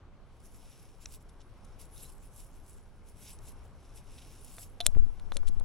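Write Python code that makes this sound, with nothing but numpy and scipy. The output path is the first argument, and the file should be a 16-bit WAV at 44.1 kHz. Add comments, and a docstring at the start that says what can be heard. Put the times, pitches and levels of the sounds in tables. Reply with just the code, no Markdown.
"""Clay pot on loose soil

Outdoors, close stereo microphone, a far rumble behind. A gloved hand sets a small clay pot on the soil,
works a finger round its mouth and lifts it again: the glove rasps on gritty clay, the sleeve swishes,
crumbs give way. Then the pot is knocked right by the microphone, its wall and hollow ringing briefly,
while handling puffs air at the left port and bumps it softly."""
import sys
import numpy as np
from scipy import signal
from scipy.fft import rfft, irfft, next_fast_len
from scipy.io import wavfile

SR = 44100
rng = np.random.default_rng(int(sys.argv[2]) if len(sys.argv) > 2 else 0)


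def digitize_waveform(pressure):
    """Quantize a signal to 16-bit integers and store it at the path in sys.argv[1].

    Rows of a 2-D input are taken as channels; values are limited to [-1, 1].
    """
    field = np.atleast_2d(pressure).T
    bounded = np.clip(field, -1, 1)
    quanta = np.round(bounded * 32767).astype(np.int16)
    wavfile.write(sys.argv[1], SR, quanta)


N = 248900
TIME = np.arange(N) / SR

# open-air background: (time [s], level [dB])
AIR_LEVELS = [(0.0, -51), (1.0, -52), (1.8, -49), (2.3, -51), (3.0, -52.5), (3.45, -48.5), (3.9, -50),
              (5.64, -49.5)]
# its spectrum: (frequency [Hz], relative density [dB])
AIR_SPECTRUM = [(25, 23), (45, 13), (90, 10.5), (130, 4.5), (170, 1), (400, -6), (700, -8), (1200, -9),
                (2000, -17.5), (4000, -26.5), (7000, -34), (11000, -43), (14000, -44)]
# its likeness at the two ports: (frequency [Hz], coherence [0-1])
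AIR_COHERENCE = [(30, 0.08), (70, 1), (130, 0.97), (1400, 0.88), (4000, 0.2), (12000, .6)]
# air pushed at the left port by the hand: (peak time [s], rise [s], fall [s], level [dB])
AIR_PUFFS = [(4.87, 0.029, .05, -21), (4.995, 0.052, .075, -12), (5.48, .18, 0.29, -20)]
# soft bumps on the microphone: (time [s], level [dB], pitch [Hz])
MIC_BUMPS = [(4.886, -27, 131), (4.9604, -12.5, 70), (4.97, -20, 390), (5.023, -33.5, 227),
             (5.065, -31.5, 202), (5.364, -29.5, 169.5), (5.497, -28, 156), (5.568, -33, 198),
             (5.606, -33, 222)]
# air pocket between glove, pot and ground: (frequency [Hz], width [Hz], gain [dB])
POCKET_RESONANCES = [(2470, 1240, -1), (3825, 430, 1.5), (5400, 1400, -2.5), (8030, 590, -3.5),
                     (10070, 780, 1)]
# crumbs of soil breaking or scuffing: (time [s], level [dB], half-length [s], band frequency [Hz])
SOIL_CRUMBS = [(0.405, -64.5, .0022, 9920), (1.0577, -41.5, 0.00065, 4500), (1.295, -62.5, 0.0043, 7600),
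               (1.413, -63.5, 0.0088, 5500), (1.65, -61.5, .0037, 10600), (1.98, -48, .001, 9000),
               (2.042, -62, .0098, 3500), (3.389, -53.5, 0.00092, 8000), (4.185, -55, .0053, 3450),
               (4.22, -57.5, 0.0037, 3000), (4.59, -57.5, .008, 9600), (4.856, -55.5, .0091, 7800),
               (5.345, -58, 0.01, 9000), (5.48, -54.5, 0.0085, 8100)]
# a small stone against the foot of the pot: (time [s], level [dB])
STONE_HITS = [(1.0571, -33), (1.0586, -30.5)]
# modes of the stone: (frequency [Hz], level [dB], t60 [s])
STONE_MODES = [(1650, -9.5, 0.006), (2560, -8, 0.0097), (3840, -14, 0.0056), (5760, -3.5, 0.0093),
               (7400, -4, 0.0023)]
# fingertip on the rim: (time [s], pitch [Hz], level [dB])
RIM_SQUEAK = [(1.93, 3650, -95), (1.97, 3720, -68), (2.04, 3880, -74), (2.058, 3950, -57),
              (2.07, 4000, -72), (2.088, 4120, -70), (2.11, 4050, -99)]
# quick rubs and slow sweeps of the hand: (peak time [s], rise [s], fall [s], rasp [dB], hiss [dB])
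HAND_STROKES = [ (0.463, .03, .02, -61, -73), (0.56, 0.089, 0.044, -65.5, -83), (0.70, 0.23, .27, -67, -66),
                (1.022, 0.018, 0.038, -59.5, -61), (1.145, 0.059, 0.027, -53, -62),
                (1.21, .015, .02, -65.5, -73), (1.69, 0.15, .2, -90, -74.5),
                (1.803, 0.011, 0.048, -53.5, -62), (2.005, 0.068, 0.11, -51.5, -71),
                (2.255, 0.054, 0.033, -61, -73), (2.39, 0.058, 0.073, -55.5, -67.5),
                (2.57, 0.097, 0.043, -68, -74), (2.72, .1, 0.078, -62.5, -73),
                (3.085, 0.031, .035, -65, -71), (3.286, .09, 0.059, -53.5, -57.5),
                (3.495, 0.068, 0.028, -56.5, -64.5), (3.58, 0.058, .06, -77, -73),
                (3.655, 0.034, 0.028, -67, -79), (3.87, 0.12, 0.2, -83, -70),
                (3.976, 0.027, 0.027, -58, -61), (4.16, 0.11, 0.19, -66, -63), (4.33, 0.13, 0.12, -62, -64),
                (4.49, 0.081, .16, -55.5, -66), (4.635, 0.081, 0.022, -50, -75),
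                (4.87, 0.072, 0.077, -67.5, -68), (5.45, 0.83, .4, -81, -75)]
# spectrum of the glove on clay: (frequency [Hz], relative density [dB])
RASP_SPECTRUM = [(1200, -28.5), (2600, -9.5), (3800, -12), (4600, -9), (6400, -5.5), (8200, 2),
                 (8900, -13.5), (9700, 3), (11400, 3.5), (12200, -11.5), (13800, -9), (15400, -7),
                 (16500, -23.5)]
# its likeness at the two ports: (frequency [Hz], coherence [0-1])
RASP_COHERENCE = [(1500, 1), (3000, 1), (7000, 0.63), (15000, 1)]
# knocks on the pot: (time [s], crack [dB], contact brightness [Hz], wall [dB], grit [dB], cavity [dB])
POT_KNOCKS = [ (4.5832, -34, 1940, -42, -58, -51.5), (4.8043, -28.5, 3350, -22, -41, -32.5),
              (4.8108, -36, 3600, -24.5, -56, -50), (4.8604, -31, 2780, -41, -37, -37),
              (4.8647, -9.5, 3800, -18.5, -8.5, -37.5), (4.9510, -39, 1790, -70.5, -64, -69),
              (5.1974, -43, 3000, -53, -53.5, -76), (5.3203, -25.5, 1390, -33, -55, -51),
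              (5.3588, -43, 5450, -60, -49, -40.5), (5.3689, -23, 3920, -32.5, -30.5, -42),
              (5.4318, -40.5, 1200, -69.5, -73, -64), (5.4728, -40, 3000, -51, -59, -71),
              (5.4804, -36, 3180, -54, -41.5, -52), (5.4864, -42, 4000, -47, -38.5, -69),
              (5.5979, -45.5, 2770, -49.5, -46, -59), (5.6110, -37.5, 960, -64, -68, -61)]
# modes of the clay wall: (frequency [Hz], relative level [dB], base t60 [s])
WALL_MODES = [(3200, -6, .02), (3530, 1, 0.022), (3630, -4, 0.02), (3580, -7.5, 0.014), (4035, -5.5, 0.031),
              (4200, -16, .02), (4060, -15, .032), (5840, -12, 0.013), (6170, -22, 0.015), (10640, -5, .01)]
# the pot's hollow note, lower as the hand shades the mouth: (time [s], pitch [Hz])
CAVITY_PITCH = [(4.81, 701), (4.865, 608), (5.34, 547), (5.6, 595)]
# bright resonances set off by crushed grit: (frequency [Hz], width [Hz], gain [dB])
GRIT_RESONANCES = [(7150, 400, -11.5), (7550, 460, 2), (8880, 380, 7), (9660, 180, 0), (10460, 510, 3.5),
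                   (11300, 300, -26.5), (15550, 500, -27.5)]
# the contact stutters as grit gives way: (delay [s], relative level [dB])
GRIT_SLIPS = [(.0002, -8.5), (.0008, -3), (.0016, -13.5), (.0031, -14.5)]
# dips in the microphone's response: (frequency [Hz], width [Hz], depth [0-1])
RESPONSE_DIPS = [(1707, 1030, 0.34), (13700, 1900, .78)]


def from_db(db):
    """Decibels to gain."""
    return 10 ** (np.asarray(db) / 20)


def unit_rms(x):
    """Scale to unit power."""
    return x / np.sqrt(np.mean(x ** 2) + 1e-20)


def in_time(rows):
    """Each column of a curve at every sample."""
    times, *columns = np.transpose(rows)
    return [np.interp(TIME, times, column) for column in columns]


def at_hz(curve, hz):
    """Read a curve on a log-frequency axis."""
    frequencies, values = np.transpose(curve)
    return np.interp(np.log(hz), np.log(frequencies), values)


def pan(db):
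    """Left and right gains, the left louder by db."""
    return from_db(np.array([[db], [-db]]) / 2)


def stereo(pair, width):
    """Mid and side to left and right."""
    return pair[0] + width * pair[1] * [[1], [-1]]


def ports(x, lag_samples):
    """The microphone's right port hears a sound slightly after the left."""
    size = next_fast_len(N + 64)
    delay = np.exp(-2j * np.pi * np.arange(size // 2 + 1) / size * lag_samples * np.array([[0], [1]]))
    return irfft(rfft(x, size) * delay, size)[:, :N]


def band(x, low_hz, high_hz, order=2):
    """Butterworth band-pass."""
    sos = signal.butter(order, [low_hz, min(high_hz, SR / 2 - 500)], "band", fs=SR, output="sos")
    return signal.sosfilt(sos, x)


def drift(rate_hz):
    """Random wander with a spread of about 1."""
    knots = rng.standard_normal(4096)
    return np.interp(TIME * rate_hz * 2, np.arange(len(knots)), knots) / np.sqrt(2 / 3)


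def ring(t, hz, t60):
    """A struck mode dying away."""
    return np.sin(2 * np.pi * hz * t) * from_db(-60 * t / t60)


def resonate(x, hz, width_hz):
    """One resonance with gain 1 at its peak."""
    radius = np.exp(-np.pi * width_hz / SR)
    feedback = [1, -2 * radius * np.cos(2 * np.pi * hz / SR), radius ** 2]
    return signal.lfilter(np.array([1, 0, -1]) * (1 - radius ** 2) / 2, feedback, x)


def add(out, start_s, sound):
    """Mix a short sound in."""
    start = min(round(start_s * SR), N - 1)
    out[..., start:start + sound.shape[-1]] += sound[..., :N - start]


def swells(rows, shape):
    """Joint level in dB of swells, each 10 dB down at its rise and fall; shape 1 is pointed, 2 a bell."""
    t, power = TIME[::40], 1e-12
    for peak_s, rise, fall, db in rows:
        away = np.maximum((peak_s - t) / rise, (t - peak_s) / fall)
        power = power + from_db(db - 10 * np.minimum(away, 10) ** shape) ** 2
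    return np.interp(TIME, t, 10 * np.log10(power))


def coloured(drives, spectrum, coherence, edges_hz, flicker_db):
    """Two mid-side noises dealt in turn to bands, each with its own level, flicker and width; rms 1."""
    out = 0
    for k, (low, high) in enumerate(zip(edges_hz, edges_hz[1:])):
        mid, side = band(drives[k % 2], low, high)
        hz = np.sqrt(low * high)
        alike = at_hz(coherence, hz)
        gain = from_db(at_hz(spectrum, hz) + flicker_db * drift(15))
        out = out + gain * (np.sqrt(1 + alike) * mid + np.sqrt(1 - alike) * side * [[1], [-1]])
    return unit_rms(out)


def outdoors():
    """A far, steady rumble with light wind and a faint hollow note in it."""
    level_db, = in_time(AIR_LEVELS)
    edges_hz = 18 * 2 ** np.arange(0, 10, .5)
    air = coloured(rng.standard_normal((2, 2, N)), AIR_SPECTRUM, AIR_COHERENCE, edges_hz, flicker_db=1)
    return from_db(level_db) * (air + .24 * resonate(air, 412, 80)) * pan(.7)


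def puffs():
    """The passing hand pushes air at the left port; the right gets it weakly and out of step."""
    sway_hz = 11 * from_db(1.4 * drift(3.2))
    sway = np.sqrt(2) * np.sin(2 * np.pi * np.cumsum(sway_hz) / SR)
    eddies = band(rng.standard_normal((2, N)), 15, 45, order=1)
    eddies = unit_rms(signal.lfilter([1], [1, -np.exp(-2 * np.pi * 25 / SR)], eddies))  # 25 Hz low-pass
    pressure = sway * [[1], [-1]] + .19 * eddies
    return from_db(swells(AIR_PUFFS, shape=1.34)) * pressure * from_db([[0], [-14]])


def bumps():
    """The hand bumps the microphone: heavily damped thuds, later and weaker on the right."""
    out, t = np.zeros((2, N)), TIME[:SR // 8]
    for start_s, db, hz in MIC_BUMPS:
        attack = 1 - np.exp(-t * hz * 6)
        thud = 2 * from_db(db) * attack * ring(t, hz, t60=1.44 / hz)
        add(out[0], start_s, thud)
        add(out[1], start_s + .17 / hz, thud)
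    return out * pan(5.5)


def grains(per_s, smooth):
    """Tiny slips of uneven size over a share of smooth friction noise, as two mid-side pairs."""
    slips = rng.random(N) < per_s / SR
    sizes = from_db(5 * np.minimum(rng.exponential(1, N), 4))
    return np.hypot(unit_rms(slips * sizes), smooth) * rng.standard_normal((2, 2, N))


def pocket(x):
    """The air gap round the pot gives a hollow colour."""
    return sum(from_db(db) * resonate(x, hz, width) * (-1) ** k
               for k, (hz, width, db) in enumerate(POCKET_RESONANCES))


def sleeve(level_db):
    """Cloth and dry soil slide with a soft hiss that the pocket colours."""
    hiss = pocket(grains(per_s=3000, smooth=1.4)[0])
    hiss = hiss + .81 * resonate(hiss, 5530, 830) + .39 * resonate(hiss, 2700, 500)
    hiss = unit_rms(band(hiss, 1700, 11000, order=3))
    return from_db(level_db + .88 * drift(40)) * stereo(hiss, width=.23)


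def crumbs():
    """Each crumb gives way in a brief cluster of micro-cracks that sounds in the pocket."""
    out, cracks = np.zeros((2, N)), grains(per_s=6600, smooth=.35)[0]
    for peak_s, db, half_length, hz in SOIL_CRUMBS:
        near = np.abs(TIME - peak_s) < .12
        swell = np.exp(-.5 * ((TIME[near] - peak_s) / half_length) ** 2)
        burst = band(pocket(cracks[:, near] * swell), hz * .5, hz * 1.37)
        burst = band(burst, 1000, 11700, order=6)
        gain = from_db(db) * np.linalg.norm(swell) / np.linalg.norm(burst[0])
        out[:, near] += gain * stereo(burst, width=.1)
    return out


def stone():
    """A small stone meets the foot of the pot with a quickly damped double tick."""
    out, t = np.zeros(N), TIME[:SR // 20]
    tick = sum(from_db(db) * ring(t, hz, t60) * (-1) ** k for k, (hz, db, t60) in enumerate(STONE_MODES))
    for start_s, db in STONE_HITS:
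        add(out, start_s, from_db(db) * tick)
    return out


def squeak():
    """The fingertip sticks and slips on the rim: a thin, rough, rising tone."""
    hz, level_db = in_time(RIM_SQUEAK)
    rough_hz = hz * (1 + .0246 * drift(400))
    tone = np.sin(2 * np.pi * np.cumsum(rough_hz) / SR)
    touching = (TIME > RIM_SQUEAK[0][0]) & (TIME < RIM_SQUEAK[-1][0])
    return tone * from_db(level_db + 3.3 * drift(90)) * touching


def sand(level_db):
    """Single coarse grains snap under the glove, more often the harder it rubs."""
    per_s = 60 * from_db(.5 * (level_db + 51))
    snapping = rng.random(N) < per_s / SR
    sizes = from_db(2.5 * np.minimum(rng.exponential(1, N), 2.5))
    snaps = snapping * sizes * rng.choice([-1, 1], N)
    return band(snaps, 6200, 11500, order=3) * from_db(level_db + 13)


def glove(level_db):
    """Knit fabric drags over sandy clay, catching and letting go."""
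    edges_hz = np.r_[1200, 1800, 2600, np.linspace(3500, 16500, 17)]
    rasp = coloured(grains(per_s=3000, smooth=1), RASP_SPECTRUM, RASP_COHERENCE, edges_hz, flicker_db=3)
    return rasp * from_db(level_db + drift(45))


def rubbing_db(column, resting_db):
    """One level column of the strokes, on top of a resting hand that never lies quite still."""
    strokes_db = swells(np.array(HAND_STROKES)[:, [0, 1, 2, column]], shape=1.59)
    fade_in = np.clip(TIME / .4, 0, 1) ** 2
    return 20 * np.log10(np.hypot(from_db(strokes_db), fade_in * from_db(resting_db)))


def contact_crack(t, contact_hz):
    """The contact itself: one impulse, band-limited round its brightness; peak 1."""
    crack = band(signal.unit_impulse(len(t)), contact_hz * .5, contact_hz * 2.4, order=1)
    crack = signal.lfilter(*signal.butter(3, contact_hz * 1.2, fs=SR), crack)
    return crack / np.abs(crack).max()


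def clay_wall(t, contact_hz, ring_scale):
    """The wall rings, a little detuned at each place of contact; harder contact favours upper modes."""
    tilt_db = 3 + 2 * np.log2(contact_hz / 3500)
    wall = 0
    for hz, db, t60 in WALL_MODES:
        gain = from_db(db + tilt_db / 2 * np.sign(hz - 3900))
        loaded_hz = hz * (1 + .0058 * rng.standard_normal())
        wall = wall + gain * ring(t, loaded_hz, t60 * ring_scale)
    return band(wall, 1700, 13000, order=1)


def crushed_grit(t):
    """Grit gives way in a short crunch and stuttering slips that drive bright resonances; energy 1."""
    crunch = rng.standard_normal(len(t)) * from_db(-60 * t / .018)
    crunch /= np.linalg.norm(crunch)
    grit = .14 * band(crunch, 4900, 11000, order=5)
    for hz, width, db in GRIT_RESONANCES:
        slips = sum(from_db(slip_db) * rng.choice([-1, 1]) * signal.unit_impulse(len(t), int(delay * SR))
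                    for delay, slip_db in GRIT_SLIPS)
        grit = grit + from_db(db) * resonate(slips + .35 * crunch, hz, width)
    return grit / np.linalg.norm(grit)


def knocks():
    """The pot knocked right by the microphone: crack, wall ring, grit and the mouth's hollow note."""
    out, t = np.zeros(N), TIME[:SR // 8]
    for start_s, crack_db, contact_hz, wall_db, grit_db, cavity_db in POT_KNOCKS:
        ring_scale = 1.23 * 2 ** ((wall_db - crack_db) / 36)  # a looser grip rings louder and longer
        cavity_hz = np.interp(start_s, *np.transpose(CAVITY_PITCH))
        crack = from_db(crack_db) * contact_crack(t, contact_hz)
        wall = from_db(wall_db - 9) * clay_wall(t, contact_hz, ring_scale)
        grit = from_db(grit_db + 15) * crushed_grit(t)
        cavity = from_db(cavity_db) * ring(t, cavity_hz, t60=.057 * ring_scale)
        add(out, start_s, crack + wall + grit + cavity)
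    return out * pan(.9)


def scene():
    """Hand and pot close and dry, just left of centre, with the open air behind."""
    rasp_db = rubbing_db(column=3, resting_db=-81.5)
    hiss_db = rubbing_db(column=4, resting_db=-81)
    friction = glove(rasp_db) + sand(rasp_db) + sleeve(hiss_db) + crumbs() + squeak() + stone()
    pot = ports(friction * pan(.3), lag_samples=.61) + ports(knocks(), lag_samples=.91)
    return pot + puffs() + bumps() + outdoors()


def record(dry):
    """The microphone: two dips in its response, loud peaks rounded, a steep cut above 16.1 kHz."""
    for hz, width_hz, depth in RESPONSE_DIPS:
        dry = dry - depth * resonate(dry, hz, width_hz)
    rounded = .9 * np.tanh(dry / .9)
    return signal.sosfilt(signal.ellip(10, .2, 70, 16100, fs=SR, output="sos"), rounded)


dry = scene()
out = record(dry)
digitize_waveform(out)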